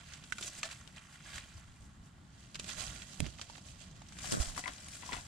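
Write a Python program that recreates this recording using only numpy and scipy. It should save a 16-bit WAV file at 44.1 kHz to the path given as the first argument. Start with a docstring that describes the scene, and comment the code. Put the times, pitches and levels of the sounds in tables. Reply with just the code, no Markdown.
"""Someone wades barefoot through wet mud and low plants at a pool's edge, carrying a metal basin.
Wind rumbles throughout; from the start, swept noise and tiny ticks make each stride swish and squelch.
Stalks snap as short rings with noise bursts, and mud pockets pop as brief rising notes.
After a quieter stretch, two heavy steps thud as damped low sines with churning noise.
By the second a leaf judders in slip pulses; then leaves knock the basin's modes, and a light step lands."""
import sys
import numpy as np
from scipy import signal
from scipy.fft import rfft, irfft, next_fast_len
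from scipy.io import wavfile
from scipy.ndimage import uniform_filter1d, map_coordinates

SR = 44100
rng = np.random.default_rng(int(sys.argv[2]) if len(sys.argv) > 2 else 0)


def output_pcm(signal):
    """Save a mono or channel-first signal as 16-bit PCM at the path in sys.argv[1].

    Samples are clipped to [-1, 1] before scaling.
    """
    pcm = np.clip(np.atleast_2d(signal).T, -1, 1) * 32767
    wavfile.write(sys.argv[1], SR, np.round(pcm).astype(np.int16))


N = 232774
T = np.arange(SR // 4) / SR  # time within one event, s
TOP_HZ = 15800  # upper band limit

# Wind on the microphone: t/s, rumble level before a fixed gain/dB
WIND_LEVEL = [(0.0, -63.5), (0.15, -59.5), (0.81, -61.5), (1.13, -63), (1.45, -61), (2.34, -61),
              (2.7, -56.5), (3.47, -59.5), (4.06, -58), (4.32, -54), (4.66, -62), (4.97, -59.5),
              (5.28, -62.5)]
# Short low buffets of wind: t/s, half length/s, boost/dB
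WIND_BUFFETS = [(1.36, 0.072, 8.5), (1.564, 0.026, 13), (1.688, 0.059, 11), (1.826, 0.029, 10.5),
                (2.0, 0.055, 4.5), (2.657, 0.047, 0), (2.818, 0.037, 10), (2.89, 0.024, 12),
                (3.754, 0.056, 7), (4.696, .05, 6.5), (5.164, 0.094, 9.5)]
# Spectrum of the wind's rumble: f/Hz, level/dB
RUMBLE_SPECTRUM = [(12, -65), (20, -14), (53, -2.5), (71, -0.5), (106, -5), (128, -3.5), (195, -6),
                   (338, -21.5), (483, -30), (700, -30), (910, -86), (1540, -120)]
# Spectrum of the open air: f/Hz, level/dB
AIR_SPECTRUM = [(180, -39), (300, 0), (517, -20), (756, 1), (1640, -3.5), (2610, -11), (3020, -5),
                (6250, -14), (7250, -8), (9760, -19), (15500, -36)]
RUMBLE_GAIN_DB = 4
BUFFET_TOP_HZ, BUFFET_REST_DB = 117, -1.5  # buffets lift what lies below; deep gain between them

# Diffuse echo of the muddy bank: f/Hz, t60/s
BANK_DECAY = [(200, 0.48), (2000, 0.31), (10000, 0.05)]
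# Correlation of left and right in diffuse sounds: f/Hz, correlation
DIFFUSE_CORRELATION = [(300, 1), (700, 0.12), (1400, 0.15), (3100, 0.66), (6800, -0.16), (15000, 0.25)]

# A leaf drags over the microphone housing: t/s, length before fade-out/s, level/dB, initial slip rate/Hz
LEAF_RUBS = [(4.273, 0.036, -53, 215), (4.314, 0.043, -38.5, 120), (4.362, 0.0325, -39.5, 110),
             (4.446, 0.016, -54, 140)]
# Spectrum of the rubbing: f/Hz, level/dB
RUB_SPECTRUM = [(60, -32), (130, 4), (270, -1), (400, -6.5), (630, -2.5), (850, -30), (1100, -17),
                (1330, -10), (1800, -20), (3000, -40), (8000, -70)]
RUB_SLOWING, RUB_EDGE_S = 0.12, 0.0047  # share of slip rate lost over a rub; fade-in and fade-out
RUB_GRIT = 0.51  # noise gain beside the slips

# Leaves strike the basin: t/s, relative level/dB, f/Hz, left-right level/dB, scrape level/dB, scrape t60/s
BASIN_KNOCKS = [(4.563, -39, 1120, 18, -2, .05), (4.5764, -28.5, 1200, 16, -22, 0.024),
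                (4.5786, -32, 1940, 5, -11, 0.018), (4.5894, -39, 754, 2, 0, 0.035),
                (4.6386, -31.5, 2000, 6, -3.5, 0.033), (4.6572, -27.5, 2050, 11.5, -17, 0.052),
                (4.661, -34, 1010, 21, -11, .04), (4.6775, -29.5, 2110, 4, -3, 0.035),
                (4.679, -33.5, 1150, 4, -6.5, 0.12), (4.688, -40, 766, 7, 1, 0.048),
                (5.024, -43, 2120, 12, 0, 0.065), (5.032, -39.5, 890, 6, -5.5, 0.095),
                (5.09, -35.5, 980, 8, -9.5, 0.13), (5.111, -40, 980, 4, -3, 0.089),
                (5.1217, -38, 1850, 0, 0.5, 0.16), (5.129, -33.5, 2080, 6, 0, 0.063),
                (5.1351, -35.5, 1010, 19, 3.5, 0.037), (5.147, -34.5, 1080, 11, -10, .05),
                (5.149, -37, 2040, 10, -18, .03), (5.165, -41.5, 746, 4, -1, 0.14),
                (5.174, -40, 2100, 11, -4, 0.049), (5.186, -42.5, 850, 1, -12, .12)]
# Resonant modes of the basin: f/Hz, bandwidth/Hz, level/dB
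BASIN_MODES = [(277, 47, 0.5), (727, 28, 1.5), (994, 24, 2.5), (1420, 29, -2), (1990, 41, 2.5),
               (2610, 32, 2), (3370, 110, -4)]
# Phase by which the basin's left side leads its right: f/Hz, phase/rad
BASIN_PHASE_LEAD = [(400, -0.8), (720, 1.5), (1000, 0.8), (1380, -2.5), (2000, -1.3), (2800, -1),
                    (6000, 1.5)]
# Spectrum of a leaf scraping the basin: f/Hz, level/dB
SCRAPE_SPECTRUM = [(150, 0.5), (350, -4.5), (800, -2.5), (2100, 0.5), (3500, -3), (8000, -20), (12000, -34)]
FLICK_DB, FLICK_T60_S = -5.5, 0.0063  # the leaf's own flick, heard beside the basin's ring

# Two heavy footfalls, each of several pushes, and a light one: t/s, relative level/dB, f/Hz, t60/s,
# left-right level/dB
FOOTFALLS = [(3.194, -31, 59, 0.059, -17), (3.207, -25.5, 87, 0.19, -21), (3.203, -25.5, 397, 0.034, -6),
             (3.2227, -20, 152, 0.075, -39), (3.23, -31, 233, 0.14, -13), (3.243, -31, 63.8, 0.26, -11),
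             (3.263, -35, 312, 0.052, -2), (3.281, -30, 111, 0.04, -12), (4.328, -41, 206, 0.25, -18),
             (4.376, -25.5, 132, 0.051, -15), (4.392, -31, 150, .04, -13), (4.4, -14.5, 59.4, 0.081, -13),
             (4.473, -30.5, 33.2, 0.28, -11), (5.134, -34.5, 260, 0.042, -4.5)]
# Spectrum of the churning mud: multiple of the push frequency, level/dB
CHURN_SPECTRUM = [(.25, 13), (.7, 11), (1.3, 1), (2.5, -29), (8, -42), (30, -90)]
# Correlation of left and right in churning and rubbing noise: f/Hz, correlation
CHURN_CORRELATION = [(100, 0.46), (400, -0.5)]

# Air pockets in the mud ring on after they open: t/s, level/dB, initial f/Hz, t60/s, left-right level/dB
MUD_POCKETS = [(0.3231, -21.5, 1495, 0.016, -13), (0.3235, -23.5, 2050, 0.015, -18),
               (0.384, -38, 1397, 0.04, -4), (0.632, -31.5, 1230, 0.016, -2), (0.638, -41.5, 1726, 0.07, 0),
               (0.641, -47, 645, 0.16, -1), (0.427, -33.5, 3540, 0.027, 0), (1.26, -52, 1655, 0.13, -2),
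               (1.331, -50, 1620, 0.21, -6), (4.245, -44, 760, 0.033, 17)]
POCKET_RISE_PER_S = 1  # share by which a pocket's pitch climbs as it shrinks

# Stalks snap and mud smacks: t/s, relative level/dB, f/Hz, left-right level/dB, relative crack level/dB,
# relative splinter level/dB, tearing t60/s
STALK_SNAPS = [(0.136, -31, 4860, -19, -20, -15, 0.015), (0.239, -36, 3430, 0, -7, -15.5, 0.018),
               (0.3228, -21.5, 1990, -27, -1, -16.5, 0.0073), (0.383, -37.5, 1620, -2, 1.5, -4.5, 0.035),
               (0.4106, -30, 7000, -2, -1.5, -15, .028), (0.426, -22, 3740, -2, -11, -22, 0.0058),
               (0.428, -32, 3700, 2, -11, -7.5, .014), (0.4455, -33, 5200, -3, -2, -13, .01),
               (0.631, -20.5, 2480, 0, -18, -13.5, 0.013), (0.6345, -37, 2880, -5, -12, -15, .015),
               (0.6532, -30.5, 4260, 2, -5, -11.5, 0.017), (0.689, -37.5, 1480, -5, -4, -13, .008),
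               (0.7115, -34, 2560, -10, -4, -16, 0.0072), (0.8757, -36, 3830, 26, 4.5, -18, .006),
               (1.3805, -29, 1690, -1, -7, -16.5, 0.02), (2.5454, -29.5, 4440, -9, -6.5, -16, 0.005),
               (2.5549, -25.5, 4200, -11, -14, -16, 0.021), (2.5914, -36, 4500, -14, -7, -15, .008),
               (2.5963, -26, 3200, -8, 1, -15, 0.016), (2.643, -28.5, 4600, -5, 0, -18.5, 0.0071),
               (2.692, -29, 3850, -3, -10, -11.5, 0.01), (2.702, -30, 3700, -7, -10, -20, .007),
               (2.729, -32, 5300, -12, -6, -16, .018), (2.79, -46, 2000, -12, -9, -14, 0.0085),
               (2.816, -46, 3230, -17, -14, -14, 0.016), (2.838, -42, 2600, -17, -9, -13, 0.0089),
               (2.9603, -36, 2400, -18, -14, -19, .012), (3.0198, -31.5, 3320, -10, -14, -13.5, .008),
               (3.2034, -16, 2900, -8, 11, -33, 0.0045), (3.244, -36, 2170, -10, -9, -22, .004),
               (3.264, -29, 2470, -10, -7, -18.5, .007), (3.385, -37, 2500, -7, -14, -18, .014),
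               (3.394, -37, 890, -11.5, -12, -15.5, 0.019), (3.414, -23.5, 4070, -21, -20, -16, 0.0068),
               (3.498, -35.5, 690, -22, -9, -16, 0.011), (3.5797, -43, 644, -12, -14, -9.5, 0.014),
               (4.018, -40.5, 820, -24, -12, -14, .008), (4.0864, -37.5, 5540, -9, -19, -21, 0.031),
               (4.1223, -44.5, 1130, 7, 0, -6, .01), (4.1863, -37.5, 6300, -14, 2, -6.5, 0.038),
               (4.243, -35, 1020, 15, -16, -15, 0.025), (4.255, -34, 2170, 7, -4, -11, .03),
               (4.3194, -26, 6550, -5, 3, -14.5, 0.014), (4.322, -24.5, 6000, -1, 7, -14, .026),
               (4.418, -30, 5600, -6, -5, -21, .015), (4.547, -38.5, 3400, 3, -7, -13, .006),
               (4.5664, -32.5, 8100, -3, 7, -20, 0.016), (4.5772, -33, 5700, -1, 9, -24, 0.0093),
               (4.6779, -32, 4200, 2, 1, -19, .01), (4.7353, -37, 3300, 7, 6, -20, 0.0099),
               (4.884, -39, 7740, -2, 10.5, -9.5, 0.017), (5.061, -33, 5140, 2, -6, -24, 0.023),
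               (5.13, -25.5, 3400, 3, -13, -21, 0.034)]
# Spectrum of a stalk's crack: f/Hz, level/dB
CRACK_SPECTRUM = [(300, 18), (1200, -9), (2200, -15), (3000, 6), (5500, 6), (7500, 10.5), (9800, 11),
                  (11800, -10), (15500, -39)]
# Spectrum of splintering and of single drops and twigs: f/Hz, level/dB
SPLINTER_SPECTRUM = [(200, -4.5), (600, -3), (1500, 4), (3500, 7.5), (5500, 3), (7500, 7.5), (9500, -18),
                     (11500, -16), (15500, -57)]
SPLINTER_T60_S = 0.051
TEAR_REF_S = 0.015  # a tear this long is as strong as its first break

# A leg sweeps through wet leaves and mud: t of fastest motion/s, rise/s, fall/s, swish level/dB,
# squelch level/dB, hollow f/Hz, level of the bright part relative to swish/dB
LEG_SWEEPS = [(0.01, .1, 0.094, -58.5, -60, 1860, -6), (0.135, 0.43, 0.25, -57, -55.5, 1780, -0.5),
              (0.479, 0.19, 0.032, -47, -51, 2100, 5), (0.59, 0.26, 0.066, -49, -53, 1850, 1.5),
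              (0.655, 0.034, 0.051, -44.5, -45.5, 1460, -2.5), (0.713, 0.032, 0.075, -47.5, -48, 1790, 3),
              (0.973, 0.031, 0.041, -55.5, -50, 1670, -2), (1.16, 0.21, 0.057, -60, -58, 1620, 5),
              (1.261, 0.044, 0.56, -54.5, -54.5, 1730, 1.5), (1.363, 0.18, 0.091, -49, -48.5, 1930, -0.5),
              (1.58, 0.045, 0.068, -60.5, -64.5, 1070, 2), (1.86, 0.46, 0.07, -71.5, -71.5, 980, 6.5),
              (2.06, 0.1, 0.075, -72, -70, 1166, 9.5), (2.405, 0.32, 0.75, -61.5, -69, 1530, -4),
              (2.694, 0.065, 0.086, -39.5, -46.5, 1990, -1.5), (2.825, 0.18, 0.13, -43.5, -48, 1300, -0.5),
              (2.96, 0.38, 0.26, -49.5, -53.5, 1670, -0.5), (3.15, 0.19, 0.37, -49.5, -75, 1450, -2.5),
              (3.26, 0.11, 0.042, -48.5, -52.5, 639, -10), (3.53, 1, 0.72, -54, -71, 1260, -6.5),
              (3.7, 0.35, 0.087, -56.5, -80, 1380, -2), (3.815, 0.1, 0.15, -52, -63, 1540, -5.5),
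              (4.0, 0.3, 0.36, -61.5, -67, 1400, -6), (4.262, 0.16, 0.082, -46.5, -47, 1740, 1.5),
              (4.336, 0.11, 0.092, -38.5, -48, 1110, 3.5), (4.414, 0.053, 0.13, -37, -47, 1210, 1.5),
              (4.589, 0.041, 0.026, -40.5, -47.5, 1050, 1.5), (4.684, 0.083, 0.04, -50.5, -46.5, 1200, -7),
              (4.82, 0.39, 0.25, -53, -63, 1570, -1.5), (4.94, 0.099, 0.15, -51.5, -56, 1830, 6),
              (5.062, 0.065, 0.1, -46, -53, 1100, -1.5), (5.14, 0.088, 0.3, -48.5, -54.5, 1300, 1.5)]
# Place of the legs, wider once among the plants: t/s, left-right level/dB, width (0-1)
WALKER_PATH = [(0, -6, 0.8), (0.45, -2.5, 0.64), (1.4, -3.5, 0.64), (2.45, -4, 1), (2.8, -9, 1),
               (3.1, -5.5, 1), (3.95, -5.5, 1), (4.2, 2.5, 1), (5.28, 0.5, 1)]
# Spectrum of the swishing leaves: f/Hz, level/dB
SWISH_SPECTRUM = [(200, -2.5), (350, 4), (500, 2.5), (700, 9), (1000, -12.5), (1600, -7), (2600, -6.5),
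                  (4000, -6.5), (5500, -5.5), (7300, -3.5), (9500, -11), (11200, -23), (14000, -27),
                  (15500, -43)]
SWEEP_DROP_DB, SWEEP_ROUNDNESS = 19.5, 0.88  # drop over one rise or fall; 1 = pointed, 2 = bell-shaped
TRICKLE_DB, TRICKLE_T60_S = -17, 2  # water runs off after each sweep
LAP_DB, LAP_HZ = -70.5, 1010  # steady squelch floor for the pool lapping between steps
DRIP_DB, DRIP_SIZE_DB, DRIP_T60_S = -13, 3.4, 0.0035  # drops and small twigs, level relative to swish
SURGE_DB, SURGE_KNOTS_PER_S = 1.3, 24  # water comes off the legs in uneven surges
SHEEN_HZ = 5560  # the bright part of the swish lies above this


def amp(db):
    """Logarithmic level: decibels become an amplitude ratio."""
    return 10 ** (np.asarray(db) / 20)


def unit(x):
    """Power normalisation: the signal is scaled to rms 1."""
    return x / np.sqrt(np.mean(x ** 2) + 1e-20)


def fade(t60, t=T):
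    """Exponential damping: the amplitude falls 60 dB in t60 seconds."""
    return np.exp(-np.log(1000) * t / np.maximum(t60, 1e-4))


def along(points, hz):
    """Logarithmic frequency scale: (f/Hz, value) points are interpolated along it."""
    f, v = np.transpose(points)
    return np.interp(np.log(hz + 1), np.log(f + 1), v)


def curves(rows):
    """Linear interpolation in time: each column after t/s becomes one value per sample."""
    s, *cols = np.transpose(rows)
    return [np.interp(np.arange(N) / SR, s, c) for c in cols]


def wobble(rate):
    """Band-limited fluctuation: a smooth curve through random knots, rate of them per second."""
    knots = rng.standard_normal(int(N * rate / SR) + 4)
    return map_coordinates(knots, [np.arange(N) * rate / SR])


def filtered(x, response):
    """Linear filtering: the spectrum is multiplied by a response of frequency."""
    n = x.shape[-1]
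    m = next_fast_len(n + SR // 4)
    return irfft(rfft(x, m) * response(np.fft.rfftfreq(m, 1 / SR)), m)[..., :n]


def coloured(x, spectrum):
    """Spectral shaping: a (f/Hz, level/dB) curve colours the signal, at rms 1."""
    return unit(filtered(x, lambda hz: amp(along(spectrum, hz))))


def spread(pair, alike):
    """Interchannel correlation: unrelated signals mix as mid and side to a given likeness."""
    def mid_side_gains(hz):
        """Correlation as an angle: its cosine weights mid, its sine side."""
        turn = np.arccos(np.clip(along(alike, hz), -1, 1)) / 2
        return np.array([np.cos(turn), np.sin(turn)])

    mid, side = filtered(pair, mid_side_gains)
    return np.array([mid + side, mid - side])


def narrowed(pair, width):
    """Mid-side balance: less side narrows the image, with a gain to offset lost power; 1 is unchanged."""
    mid = (pair[0] + pair[1]) / 2
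    side = width * (pair[0] - pair[1]) / 2
    return np.array([mid + side, mid - side]) / np.sqrt(.65 + .35 * width ** 2)


def panned(pan_db):
    """Level-difference localisation: left and right gains of constant power."""
    g = amp(np.array([pan_db, -pan_db]) / 2).reshape(2, -1)
    return g / np.sqrt(np.mean(g ** 2, axis=0))


def add(track, s, sound):
    """Superposition: a stereo sound is added to the track at s seconds."""
    start = max(round(s * SR), 0)
    part = track[:, start:start + sound.shape[1]]
    part += sound[:, :part.shape[1]]


def crackle(size_db, t60, count):
    """Random impulses: tiny damped ringing ticks of every pitch, a few much larger than the rest."""
    when, pitch, size, life, phase = rng.random((count, 5)).T[..., None]
    t = T[:SR // 200]
    ticks = amp(-size_db * np.log(np.maximum(size, .01))) * fade(t60 * (.5 + life), t)
    index = ((when * N).astype(int) + np.arange(len(t))).ravel()

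    def ear(turn):
        """Superposition: all ticks are summed at one phase offset, in turns."""
        rings = ticks * np.sin(2 * np.pi * (pitch * TOP_HZ * t + turn))
        return np.bincount(index, rings.ravel(), N)[:N]

    return unit(np.array([ear(0), ear(phase)]))


def pop(hz, cycles, tear, t60):
    """Damped oscillation with ragged breaks: a ring swells and dies, then weakening copies follow."""
    ring = np.sin(2 * np.pi * hz * T) * fade(cycles / hz) * (1 - fade(6 / hz))
    band = signal.butter(5, [.62 * hz, 10200], "bandpass", fs=SR, output="sos")
    ring = signal.sosfilt(band, ring)
    shared = rng.standard_normal(len(T)) ** 3  # cubing makes the breaks sparse
    separate = rng.standard_normal((2, len(T))) ** 3
    breaks = (shared + .7 * separate) * fade(t60) * (T > .0008)
    copies = signal.fftconvolve(ring[None], breaks, axes=1)[:, :len(T)]
    copies *= np.linalg.norm(ring) / np.linalg.norm(copies, axis=1, keepdims=True)
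    return (ring + tear * copies) / np.abs(ring).max()


def burst(spectrum, t60):
    """Damped random excitation: ragged coloured noise swells and dies."""
    clumps = amp(2.5 * unit(uniform_filter1d(rng.standard_normal(len(T)), size=50)))
    noise = coloured(spread(rng.standard_normal((2, len(T))), DIFFUSE_CORRELATION), spectrum)
    return unit(noise * clumps) * fade(t60) * (1 - fade(0.0024))


def wind():
    """Turbulent pressure noise: a low, nearly common rumble surges in deep buffets under faint open air."""
    rumble_db, = curves(WIND_LEVEL)
    rumble_correlation = [(60, 0.93), (150, 0.96), (400, 0.58)]
    rumble = coloured(spread(rng.standard_normal((2, N)), rumble_correlation), RUMBLE_SPECTRUM)
    deep = filtered(rumble, lambda hz: 1 / (1 + (hz / BUFFET_TOP_HZ) ** 6))
    buffet_db = np.full(N, BUFFET_REST_DB)
    for s, length, db in WIND_BUFFETS:
        buffet_db += db * np.exp(-((np.arange(N) / SR - s) / length) ** 2)
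    air = coloured(spread(rng.standard_normal((2, N)), DIFFUSE_CORRELATION), AIR_SPECTRUM)
    gusts_db = 1.2 * wobble(14)
    buffeted = rumble - deep + amp(buffet_db) * deep
    return amp(rumble_db + RUMBLE_GAIN_DB + gusts_db) * buffeted + amp(-69.0) * air


def bank(x):
    """Diffuse reverberation: mud bank and plants answer 5 ms late with frequency-dependent decay."""
    hz, t, z = signal.stft(rng.standard_normal((2, len(T))), SR, nperseg=256)
    decay = fade(along(BANK_DECAY, hz)[:, None], t)
    tail = signal.istft(z * decay, SR, nperseg=256)[1]
    delayed = np.pad(x.mean(0), (SR // 200, 0))
    return signal.fftconvolve(delayed[None], tail / np.linalg.norm(tail[0]), axes=1)[:, :N]


def glanced(x, share, count):
    """Early reflection: each side adds glances off wet ground and plants within 4 ms."""
    paths = np.zeros((2, SR // 250))
    for side in paths:
        delays = rng.integers(8, len(side), count)
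        side[delays] = rng.choice([-1, 1], count) * share / np.sqrt(count)
    paths[:, 0] = 1  # direct sound
    return signal.fftconvolve(x, paths, axes=1)[:, :N] / np.sqrt(1 + share ** 2)


def rubbing():
    """Stick-slip friction: a leaf's slowing judder drives the two microphone ports in opposite directions."""
    out = np.zeros((2, N))
    for s, length, db, rate in LEAF_RUBS:
        uneven = 1 + .07 * wobble(120)[:len(T)]
        slowing = 1 - RUB_SLOWING * np.minimum(T / length, 1)
        turns = np.cumsum(rate * uneven * slowing) / SR
        slips = np.diff(np.floor(turns), prepend=-1)  # one pulse per whole turn
        slips = slips * amp(rng.normal(0, 2.5, len(T)))
        grit = spread(rng.standard_normal((2, len(T))), CHURN_CORRELATION)
        opposed = np.array([[1], [-1]]) * coloured(slips, RUB_SPECTRUM)
        judder = opposed + RUB_GRIT * coloured(grit, RUB_SPECTRUM)
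        fade_in = np.clip(T / RUB_EDGE_S, 0, 1)
        fade_out = np.clip((length - T) / RUB_EDGE_S + 1, 0, 1)
        add(out, s, amp(db) * fade_in * fade_out * judder)
    return out


def basin():
    """Modal resonance: stiff leaves flick and scrape the basin, whose ring arm and hip damp."""
    blows = np.zeros((2, N))
    for s, db, hz, pan_db, scrape_db, t60 in BASIN_KNOCKS:
        flick = pop(hz, cycles=hz * FLICK_T60_S, tear=0.98, t60=0.017)
        scrape = amp(scrape_db) * burst(SCRAPE_SPECTRUM, t60)
        add(blows, s, amp(db) * panned(pan_db) * (flick + scrape))

    def response(f):
        """Modal superposition: the direct flick joins the modes, with a phase lead between sides."""
        metal = sum(amp(db) * 1j * f * width / (centre ** 2 - f * f + 1j * f * width)
                    for centre, width, db in BASIN_MODES)
        sides = np.exp(.5j * np.outer([1, -1], along(BASIN_PHASE_LEAD, f)))
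        return (amp(FLICK_DB) + metal) * sides

    return filtered(blows, response)


def thuds():
    """Heavily damped impact: weight landing in soft mud gives a low push with churning noise around it."""
    out = np.zeros((2, N))
    for s, db, hz, t60, pan_db in FOOTFALLS:
        push = np.sin(2 * np.pi * hz * T)
        noise = spread(rng.standard_normal((2, len(T))), CHURN_CORRELATION)
        churn = coloured(noise, np.array(CHURN_SPECTRUM) * [hz, 1])
        loose = np.clip((hz / 380) ** 2, 0, .9)  # the higher ones are mostly churn
        swell = fade(t60) * (1 - fade(0.01))
        body = (1 - loose) * push + 1.38 * loose * churn
        add(out, s, amp(db - 7.0) * panned(pan_db) * swell / swell.max() * body)
    return out


def pockets():
    """Cavity resonance: each shrinking air pocket rings with one short, slightly rising note."""
    out = np.zeros((2, N))
    for s, db, hz, t60, pan_db in MUD_POCKETS:
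        cycles = hz * (T + POCKET_RISE_PER_S * T ** 2 / 2)
        note = np.sin(2 * np.pi * cycles) * fade(t60) * (1 - fade(0.0048))
        add(out, s, amp(db) * panned(pan_db) * note)
    return out


def snaps():
    """Brittle fracture: a pitched pop and bright crack, clean or torn, are trailed by splintering."""
    out = np.zeros((2, N))
    for s, db, hz, pan_db, crack_db, splinter_db, t60 in STALK_SNAPS:
        stalk = pop(hz, cycles=2.6, tear=np.sqrt(t60 / TEAR_REF_S), t60=t60)
        crack = amp(crack_db - 3.5) * burst(CRACK_SPECTRUM, t60)
        trail = amp(splinter_db + 7.0) * burst(SPLINTER_SPECTRUM, SPLINTER_T60_S)
        add(out, s, amp(db - 5.0) * ((stalk + crack) * panned(pan_db) + trail))
    return out


def hollow(x, centre_hz, octaves):
    """Moving cavity resonance: the hole around the foot shifts its broad peak as it opens and closes."""
    hz, t, z = signal.stft(x, SR, nperseg=256)
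    centre = np.interp(t * SR, np.arange(N), centre_hz)
    gain = np.exp(-(np.log2((hz[:, None] + 1) / centre) / octaves) ** 2 / 2)
    gain = gain / np.linalg.norm(gain, axis=0)
    return unit(signal.istft(z * gain, SR, nperseg=256)[1][:, :N])


def sweeping():
    """Power addition: sweeps swell, die and leave a trickle; squelch power weights the hollow's pitch."""
    swish, sheen, squelch = np.zeros(N), np.zeros(N), np.full(N, amp(LAP_DB) ** 2)
    pitch = squelch * LAP_HZ
    for s, rise, fall, swish_db, squelch_db, hz, bright_db in LEG_SWEEPS:
        t = np.arange(N) / SR - s
        distance = np.minimum(np.maximum(-t / rise, t / fall), 10)
        motion = amp(-SWEEP_DROP_DB * distance ** SWEEP_ROUNDNESS)
        trickle = amp(TRICKLE_DB) * fade(TRICKLE_T60_S, np.abs(t)) * (t > 0)
        power = motion ** 2 + trickle ** 2
        swish += amp(swish_db) ** 2 * power
        sheen += amp(swish_db + bright_db) ** 2 * power
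        squelch += amp(squelch_db) ** 2 * power
        pitch += amp(squelch_db) ** 2 * power * hz
    return np.sqrt(swish), np.sqrt(sheen), np.sqrt(squelch), pitch / squelch


def strides():
    """Frictional and bubble noise: legs drag through leaves and mud with swish, drops and squelch."""
    swish_gain, sheen_gain, squelch_gain, centre_hz = sweeping()
    pan_db, width = curves(WALKER_PATH)
    leaves = crackle(size_db=3.4, t60=.0025, count=17000) + 1.1 * rng.standard_normal((2, N))
    leaves = coloured(spread(leaves, DIFFUSE_CORRELATION), SWISH_SPECTRUM)
    swish = unit(filtered(leaves, lambda hz: 0.23 + 1 / (1 + (2100 / (hz + 1)) ** 4)))
    drips = crackle(DRIP_SIZE_DB, DRIP_T60_S, count=1500)
    drips = coloured(spread(drips, DIFFUSE_CORRELATION), SPLINTER_SPECTRUM)
    surges = amp(SURGE_DB * wobble(SURGE_KNOTS_PER_S))
    spray = (swish + amp(DRIP_DB) * drips) * surges
    sheen = filtered(spray, lambda hz: 1 / (1 + (SHEEN_HZ / (hz + 1)) ** 6))
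    bubbles = crackle(size_db=2, t60=.006, count=12000) + 1.1 * rng.standard_normal((2, N))
    squelch = hollow(spread(bubbles, DIFFUSE_CORRELATION), centre_hz, octaves=0.93)
    catching = amp(.8 * wobble(50) + 1.1 * wobble(250))  # leaves catch and slip
    wet = swish_gain * (spray - sheen) + sheen_gain * sheen + squelch_gain * squelch
    return narrowed(wet, width) * catching * panned(pan_db)


def scene():
    """Superposition in the open: steps and basin are near, with reflections, microphone contact and wind."""
    hits, knocks = snaps() + pockets(), basin()
    steps = glanced(strides(), share=.45, count=8)
    near = steps + glanced(hits, share=.25, count=8) + knocks
    echo = amp(-24.0) * bank(hits + knocks)
    return near + echo + thuds() + rubbing() + wind()


def record(dry):
    """Band limitation: the microphone keeps nothing at or above its upper limit."""
    return filtered(dry, lambda hz: hz < TOP_HZ)


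dry = scene()
out = record(dry)
output_pcm(out)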